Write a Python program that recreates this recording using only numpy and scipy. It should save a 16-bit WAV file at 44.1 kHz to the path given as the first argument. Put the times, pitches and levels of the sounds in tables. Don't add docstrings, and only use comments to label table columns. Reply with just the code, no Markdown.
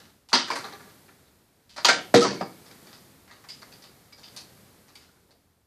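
import sys
import numpy as np
from scipy import signal
from scipy.fft import rfft, irfft, next_fast_len
from scipy.io import wavfile
from scipy.ndimage import uniform_filter1d, minimum_filter1d

SR = 44100
rng = np.random.default_rng(int(sys.argv[2]) if len(sys.argv) > 2 else 0)


def generate_wav(sig):
    pcm = np.round(np.clip(np.atleast_2d(sig).T, -1, 1) * 32767).astype(np.int16)
    wavfile.write(sys.argv[1], SR, pcm)


def ratio_of_db(decibels):
    return 10 ** (np.asarray(decibels, float) / 20)


N = 249606
SPAN = 16384


def rms_one(x):
    return x / np.sqrt(np.mean(x ** 2) + 1e-20)


def start_level(ring):
    return np.sqrt(np.mean(ring[:SR // 50] ** 2))


def at_hz(points, hz):
    p = np.array(points)
    return np.interp(np.log(np.maximum(hz, 1)), np.log(p[:, 0]), p[:, 1])


def add(out, piece, s):
    i = round(s * SR)
    out[i:i + len(piece)] += piece[:N - i]


def coloured(spectrum):
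    size = next_fast_len(N)
    hz = np.arange(size // 2 + 1) * SR / size
    white = rfft(rng.standard_normal(size))
    return rms_one(irfft(white * ratio_of_db(at_hz(spectrum, hz)), size)[:N])


# [t/s, level/dB]
GATE_OPENING = [(0.0, -6.5), (0.14, -12), (0.31, -20), (0.4, -1.5), (0.63, -1.1), (0.93, -5), (1.53, -16),
                (1.75, -15), (1.85, -0.5), (2.54, -3.5), (2.87, -3), (3.301, -9), (3.7, -4), (4.15, -9.5),
                (4.35, -3.5), (4.98, -10.5), (5.491, -19.5), (5.66, -22)]
# [f/Hz, level/dB per Hz]
RUMBLE_COLOUR = [(47, -38), (80, -12), (102, -0.5), (134, -1.5), (195, -1.5), (353, -6), (390, -5.5),
                 (2500, -24.5), (3250, -46), (5500, -120)]
# [f/Hz, level/dB per Hz]
HISS_COLOUR = [(410, -33), (700, -5), (1290, -4), (2190, -5.5), (2620, -8), (4570, -5), (5670, -8.5),
               (14000, -8), (14500, -14)]
# [f/Hz, level/dB per Hz]
DEEP_COLOUR = [(12, -46), (20, -18.5), (22, -19.5), (64, -5), (90, 1), (120, -28), (200, -120)]


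def background():
    open_db = np.interp(np.arange(N) / SR, *np.transpose(GATE_OPENING))
    rumble = ratio_of_db(-52 + 0.91 * open_db) * coloured(RUMBLE_COLOUR)
    hiss = ratio_of_db(-52.5 + open_db) * coloured(HISS_COLOUR)
    return rumble + hiss + ratio_of_db(-70.5) * coloured(DEEP_COLOUR)


def voiced(rows, thud_db, snap_db):
    knocks = []
    for s, body_db, bright_db, t60 in rows:
        snap = body_db + max(bright_db, 0) + snap_db
        knocks.append((s, snap, body_db + thud_db, body_db, body_db + bright_db, t60))
    return knocks


# [t/s, body level/dB, brick click level/dB above body, rattle t60/s]
TABLE_KNOCKS = [(0.001, -49, 0.5, 0.42), (0.33, -15.5, -3, 0.063), (0.337, -17.5, 4, 0.26),
                (0.353, -21, -22, .079), (0.476, -31.5, -5, 0.6), (0.503, -21.5, -15, 0.14),
                (0.512, -37, 3.5, 0.31), (0.556, -27, -2, 0.25), (0.639, -32, -9.5, 0.3),
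                (0.723, -38.5, -9, 0.31), (0.797, -44.5, -10, 0.38), (0.899, -55, -1, 0.1),
                (1.082, -47.5, -13, 0.16)]


def knocks_on_glass():
    return voiced(TABLE_KNOCKS, thud_db=-9.5, snap_db=6.4)


def contacts(t60):
    touches_per_s, spread_db = 2500, 5
    chance = rng.random(SPAN)
    size = rng.exponential(1, SPAN)
    sign = rng.choice([-1, 1], SPAN)
    chance[0] = 0
    t = np.arange(SPAN) / SR
    dying = ratio_of_db(spread_db * np.minimum(size, 3) - 60 * t / max(t60, .01)) * (t < .35)
    return (chance < touches_per_s / SR) * sign * dying


# [f/Hz, level/dB per Hz]
BRICK_COLOUR = [(90, -39.5), (130, -14.5), (300, -1), (700, -8), (1100, -8), (1700, -8.5), (2200, -11),
                (2700, -17.5), (3300, -15.5), (4000, -9.5), (4700, -8.5), (5600, -16), (7500, -25.5),
                (14500, -55)]


def mode_bank(low_hz, high_hz, cycles, places):
    hz = (low_hz * (high_hz / low_hz) ** places)[:, None]
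    r = ratio_of_db(-60 * hz / (cycles * SR))
    w = 2 * np.pi * hz / SR
    z = np.exp(-2j * np.pi * np.arange(SPAN // 2 + 1) / SPAN)
    sign = (-1.) ** np.arange(len(hz))[:, None]
    gain = ratio_of_db(at_hz(BRICK_COLOUR, hz)) * (1 - r) * sign
    return gain * (1 - z * z) / (1 - 2 * r * np.cos(w) * z + r * r * z * z)


def rattling_bricks(rows, snap_trim_db):
    thud, body, brick = (190, 600, 18, 0.089), (603, 2400, 21, 0.036), (2500, 14500, 24, 0.039)
    families = thud, body, brick
    modes, handfuls = 28, 4
    mode_spread_db, snap_t60_s = 3, .006
    out, t = np.zeros(N), np.arange(SPAN) / SR
    places = (np.arange(modes) + rng.random((3, modes))) / modes
    banks = [mode_bank(*family[:3], p) for family, p in zip(families, places)]
    for s, snap_db, *family_db, t60 in rows:
        dealt = rng.integers(0, handfuls, SPAN) == np.arange(handfuls)[:, None]
        strength = ratio_of_db(mode_spread_db * rng.standard_normal((3, handfuls, modes)))
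        touches = rfft(contacts(t60) * dealt)
        snap = 0
        for bank, weights, db, family in zip(banks, strength, family_db, families):
            response = weights @ bank
            ring = irfft(np.sum(touches * response, axis=0), SPAN)
            add(out, ratio_of_db(db + family[3]) * ring / start_level(ring), s)
            snap = snap + ratio_of_db(db) * rms_one(irfft(response[0], SPAN))
        snap = snap * ratio_of_db(-60 * t / snap_t60_s)
        add(out, ratio_of_db(snap_db + snap_trim_db) * snap / np.max(np.abs(snap)), s)
    return out


# [f/Hz, t60/s]
ROOM_DECAY = [(150, 0.57), (600, 0.34), (2000, 0.29), (5000, 0.28), (12000, .22)]


def room(x):
    first_echo_s = 0.0013
    t, tail = np.arange(SR // 2) / SR, 0
    for low in 60 * 2. ** np.arange(8):
        octave = signal.butter(2, [low, 2 * low], "band", fs=SR, output="sos")
        band = signal.sosfilt(octave, rng.standard_normal(len(t)))
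        tail = tail + band * ratio_of_db(-60 * t / at_hz(ROOM_DECAY, low * np.sqrt(2)))
    tail = tail * np.clip(t / first_echo_s - 1, 0, 1)
    return signal.fftconvolve(x, tail / np.sqrt(np.sum(tail ** 2)))[:N]


# [t/s, level/dB]
STUD_TUBES = (4700, 750, .26), [(.33, -14), (.502, -32), (1.777, -39.5), (2.207, -33), (2.408, -41),
              (4.366, -41), (4.954, -54.5), (5.307, -66)]
# [t/s, level/dB]
WIDE_TUBES = (3940, 780, 0.084), [(.642, -40), (.727, -45.5), (1.27, -63)]
# [t/s, level/dB]
BRICK_WALLS = (3050, 1100, 0.39), [(.332, -24), (1.847, -20)]
# [t/s, level/dB]
THIN_BEAMS = (2240, 300, .14), [(1.886, -19.5), (2.143, -34), (3.488, -51), (4.953, -52)]
# [t/s, level/dB]
SMALL_BOXES = (1420, 330, 0.099), [(.36, -24.5), (1.776, -37), (1.885, -17), (5.089, -60.5), (5.16, -66)]
# [t/s, level/dB]
LARGE_BOXES = (930, 450, 0.09), [(.288, -55), (.318, -38), (.331, -19.5), (.503, -26.5), (.558, -30),
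               (1.847, -29.5), (2.246, -20.5), (2.41, -28.5)]
# [t/s, level/dB]
HULL = (310, 120, 0.37), [(.331, -39.5), (2.251, -31), (1.93, -38)]
# [t/s, level/dB]
FLOORBOARDS = (160, 120, 0.24), [(2.144, -28), (2.26, -34.5), (1.887, -36), (2.412, -38.5)]
# [t/s, level/dB]
TINY_TILES = (6650, 660, .12), [(1.847, -22.5)]
# [t/s, level/dB]
DUST = (9050, 4900, .24), [(.288, -60), (4.364, -47.5), (4.953, -55.5)]
# [t/s, level/dB]
BASE_PLATE = (540, 380, .2), [(1.847, -34), (1.888, -22), (1.96, -34.5), (2.41, -33), (4.18, -57),
              (.52, -39), (5.29, -60), (5.35, -62.5)]
# [t/s, level/dB]
AXLE_HIGH = (4530, 120, 0.4), [(2.21, -32.5), (2.36, -46.5)]
# [t/s, level/dB]
AXLE_LOW = (2230, 98, 0.59), [(2.2, -40.5), (2.36, -53.5)]
# [t/s, level/dB]
LOOSE_GRIT = (3200, 5000, .4), [(.288, -45.5), (1.695, -55), (1.765, -44.5), (3.488, -44.5), (4.954, -52),
              (5.02, -57.5)]
# [t/s, level/dB]
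SOFT_PANEL = (260, 260, 0.22), [(2.411, -35), (1.89, -35.5), (5.02, -62)]
# [t/s, level/dB]
SHORT_TUBES = (4860, 350, .2), [(3.488, -38), (3.725, -53), (4.125, -49.5), (4.235, -47.5)]
# [t/s, level/dB]
HINGE = (1890, 470, 0.19), [(3.299, -49.5), (3.62, -51)]


def hollow_parts():
    out = np.zeros(N)
    parts = STUD_TUBES, WIDE_TUBES, BRICK_WALLS, THIN_BEAMS, SMALL_BOXES, LARGE_BOXES, HULL, FLOORBOARDS
    parts += TINY_TILES, DUST, BASE_PLATE, AXLE_HIGH, AXLE_LOW, LOOSE_GRIT
    parts += SOFT_PANEL, SHORT_TUBES, HINGE
    for (hz, width_hz, t60), strikes in parts:
        r = np.exp(-np.pi * width_hz / SR)
        poles = [1, -2 * r * np.cos(2 * np.pi * hz / SR), r * r]
        for s, db in strikes:
            ring = contacts(t60) + 1e-18
            for _ in range(2):
                ring = signal.lfilter([1, 0, -1], poles, ring)
            add(out, ratio_of_db(db) * ring / start_level(ring), s)
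    return out


# [t/s, f/Hz, level/dB, swell/s, t60/s]
FIRST_BLOWS = [(1.8478, 4600, -4, .0004, .014), (1.8478, 1200, -11, .0004, .02),
               (2.1415, 640, -3, .001, .025), (1.886, 1700, -10, .0005, .02), (2.143, 125, -15, .004, .12),
               (2.246, 950, -14, .0005, .025), (2.41, 700, -20, .0005, .03), (2.41, 180, -32, .003, .12),
               (.503, 1100, -18, .0005, .025), (.331, 110, -38, .004, .15)]
# [t/s, level/dB]
BOUNCES = [
    (.645, -35.5),
    (0.729, -40.5),
    (0.798, -47),
    (0.869, -49.5),
]
# [f/Hz, level/dB, swell/s, t60/s]
LOOSE_PART = [(420, -2.5, .006, .18), (790, -5, .006, .14), (1180, .1, .006, .16), (1680, -2.5, .006, .14)]
# [t/s, f/Hz, level/dB, swell/s, t60/s]
CLEAR_PLATES = [
    (1.886, 1551, -15.5, 0.0035, 0.24),
    (2.142, 475.3, 1, 0.026, 0.23),
    (2.142, 226.3, -18, 0.0068, 0.28),
    (2.142, 364, -13.5, 0.027, 0.2),
    (2.142, 733, -12, 0.0015, 0.088),
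    (2.218, 1286, -13.5, 0.0046, 0.14),
    (4.125, 2270, -48, 0.002, .12),
]


def clear_plates():
    out, t = np.zeros(N), np.arange(SPAN) / SR
    bouncing = []
    for s, db in BOUNCES:
        for hz, mode_db, swell, t60 in LOOSE_PART:
            bouncing.append((s, hz, db + mode_db, swell, t60))
    for s, hz, db, swell, t60 in CLEAR_PLATES + FIRST_BLOWS + bouncing:
        envelope = (1 - np.exp(-t / max(swell, .0002))) * ratio_of_db(db - 60 * t / t60)
        add(out, envelope * np.sin(2 * np.pi * hz * t), s)
    return out


# [t/s, body level/dB, brick click level/dB above body, rattle t60/s]
BREAKING = [
    (1.694, -59, 11, 0.37),
    (1.763, -37, -1, 0.43),
    (1.778, -31.5, -5, 0.23),
    (1.847, -14, 4.5, 0.16),
    (1.884, -13, 0.5, 0.21),
    (1.896, -14, -6, 0.053),
    (1.945, -35.5, 2.5, .084),
]


def stand_tears_loose():
    return voiced(BREAKING, thud_db=-17, snap_db=10.5)


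# [t/s, body level/dB, brick click level/dB above body, rattle t60/s]
LANDING = [
    (2.141, -11.5, -13.5, 0.079),
    (2.145, -19.5, 4.5, .08),
    (2.155, -21, 6, 0.23),
    (2.208, -26, 4.5, 0.32),
    (2.245, -25.5, -0.7, 0.34),
    (2.399, -50, 5, 0.16),
    (2.41, -34, -12, .1),
]


def stand_lands_on_carpet():
    return voiced(LANDING, thud_db=5.5, snap_db=4)


# [t/s, body level/dB, brick click level/dB above body, rattle t60/s]
CREAKS = [(2.66, -50.5, 1.5, 0.25), (2.709, -46.5, -1.1, 0.14), (2.869, -50, 2, 0.34),
          (2.93, -48.5, 5, 0.27), (3.278, -49.5, -6, .3), (3.311, -45, -2.5, 0.33), (3.441, -45, -9, 0.18),
          (3.488, -47.5, 8.5, .2), (3.619, -41, -1.5, .17), (3.72, -52.5, 7, 0.18), (3.822, -55.5, 9, 0.18),
          (3.839, -48.5, 4, 0.21), (4.125, -56, 7.5, 0.14), (4.179, -51.5, 3.5, 0.31),
          (4.233, -53, 10, 0.33), (4.364, -44.5, 10.5, 0.23), (4.883, -53.5, 1.5, 0.27),
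          (4.954, -51, 6.5, 0.21), (5.009, -56, 0, 0.28), (5.049, -66, 1, .12), (5.09, -61, -7, .11),
          (5.159, -68, -13, .1), (5.308, -59, 4, .12)]


def creaks_in_hands():
    return voiced(CREAKS, thud_db=-27, snap_db=20)


def scene():
    crashes = knocks_on_glass() + stand_tears_loose() + stand_lands_on_carpet()
    hits = rattling_bricks(crashes, snap_trim_db=-2.5)
    hits = hits + rattling_bricks(creaks_in_hands(), snap_trim_db=-9)
    hits = hits + ratio_of_db(3.5) * hollow_parts()
    hits = ratio_of_db(-8.5) * (hits + ratio_of_db(-8.5) * room(hits)) + clear_plates()
    low_cut = signal.butter(3, 90, "high", fs=SR, output="sos")
    hits = signal.sosfilt(low_cut, hits)
    return (hits + background())[None]


def thin_treble(x):
    corner_hz, limit_at_corner_db = 8000, -47
    spread_db, db_per_octave = 2.5, 5
    hz, _, cells = signal.stft(x, SR, nperseg=2048)
    power = np.abs(cells) ** 2
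    loud = minimum_filter1d(power[hz > 1000].sum(axis=0), size=2)
    luck = rng.standard_normal((len(hz) // 12 + 1, len(loud)))
    luck = np.repeat(luck, 12, axis=0)[:len(hz)]
    octaves = np.log2(np.maximum(hz, 1) / corner_hz)[:, None]
    limit_db = limit_at_corner_db + spread_db * luck + db_per_octave * octaves
    faint = uniform_filter1d(power, size=12, axis=0) < ratio_of_db(2 * limit_db) * loud
    dropped = faint & (octaves > 0)
    return signal.istft(cells * ~dropped, SR, nperseg=2048)[1][:N]


def low_pass(x):
    return signal.sosfilt(signal.butter(12, 15170, fs=SR, output="sos"), x)


def record(dry):
    ceiling = 2.2
    rounded = ceiling * np.tanh(dry[0] / ceiling)
    top_cut = signal.ellip(10, .2, 70, 14700, fs=SR, output="sos")
    mix = signal.sosfiltfilt(top_cut, thin_treble(rounded))
    return low_pass(mix[None])


dry = scene()
out = record(dry)
generate_wav(out)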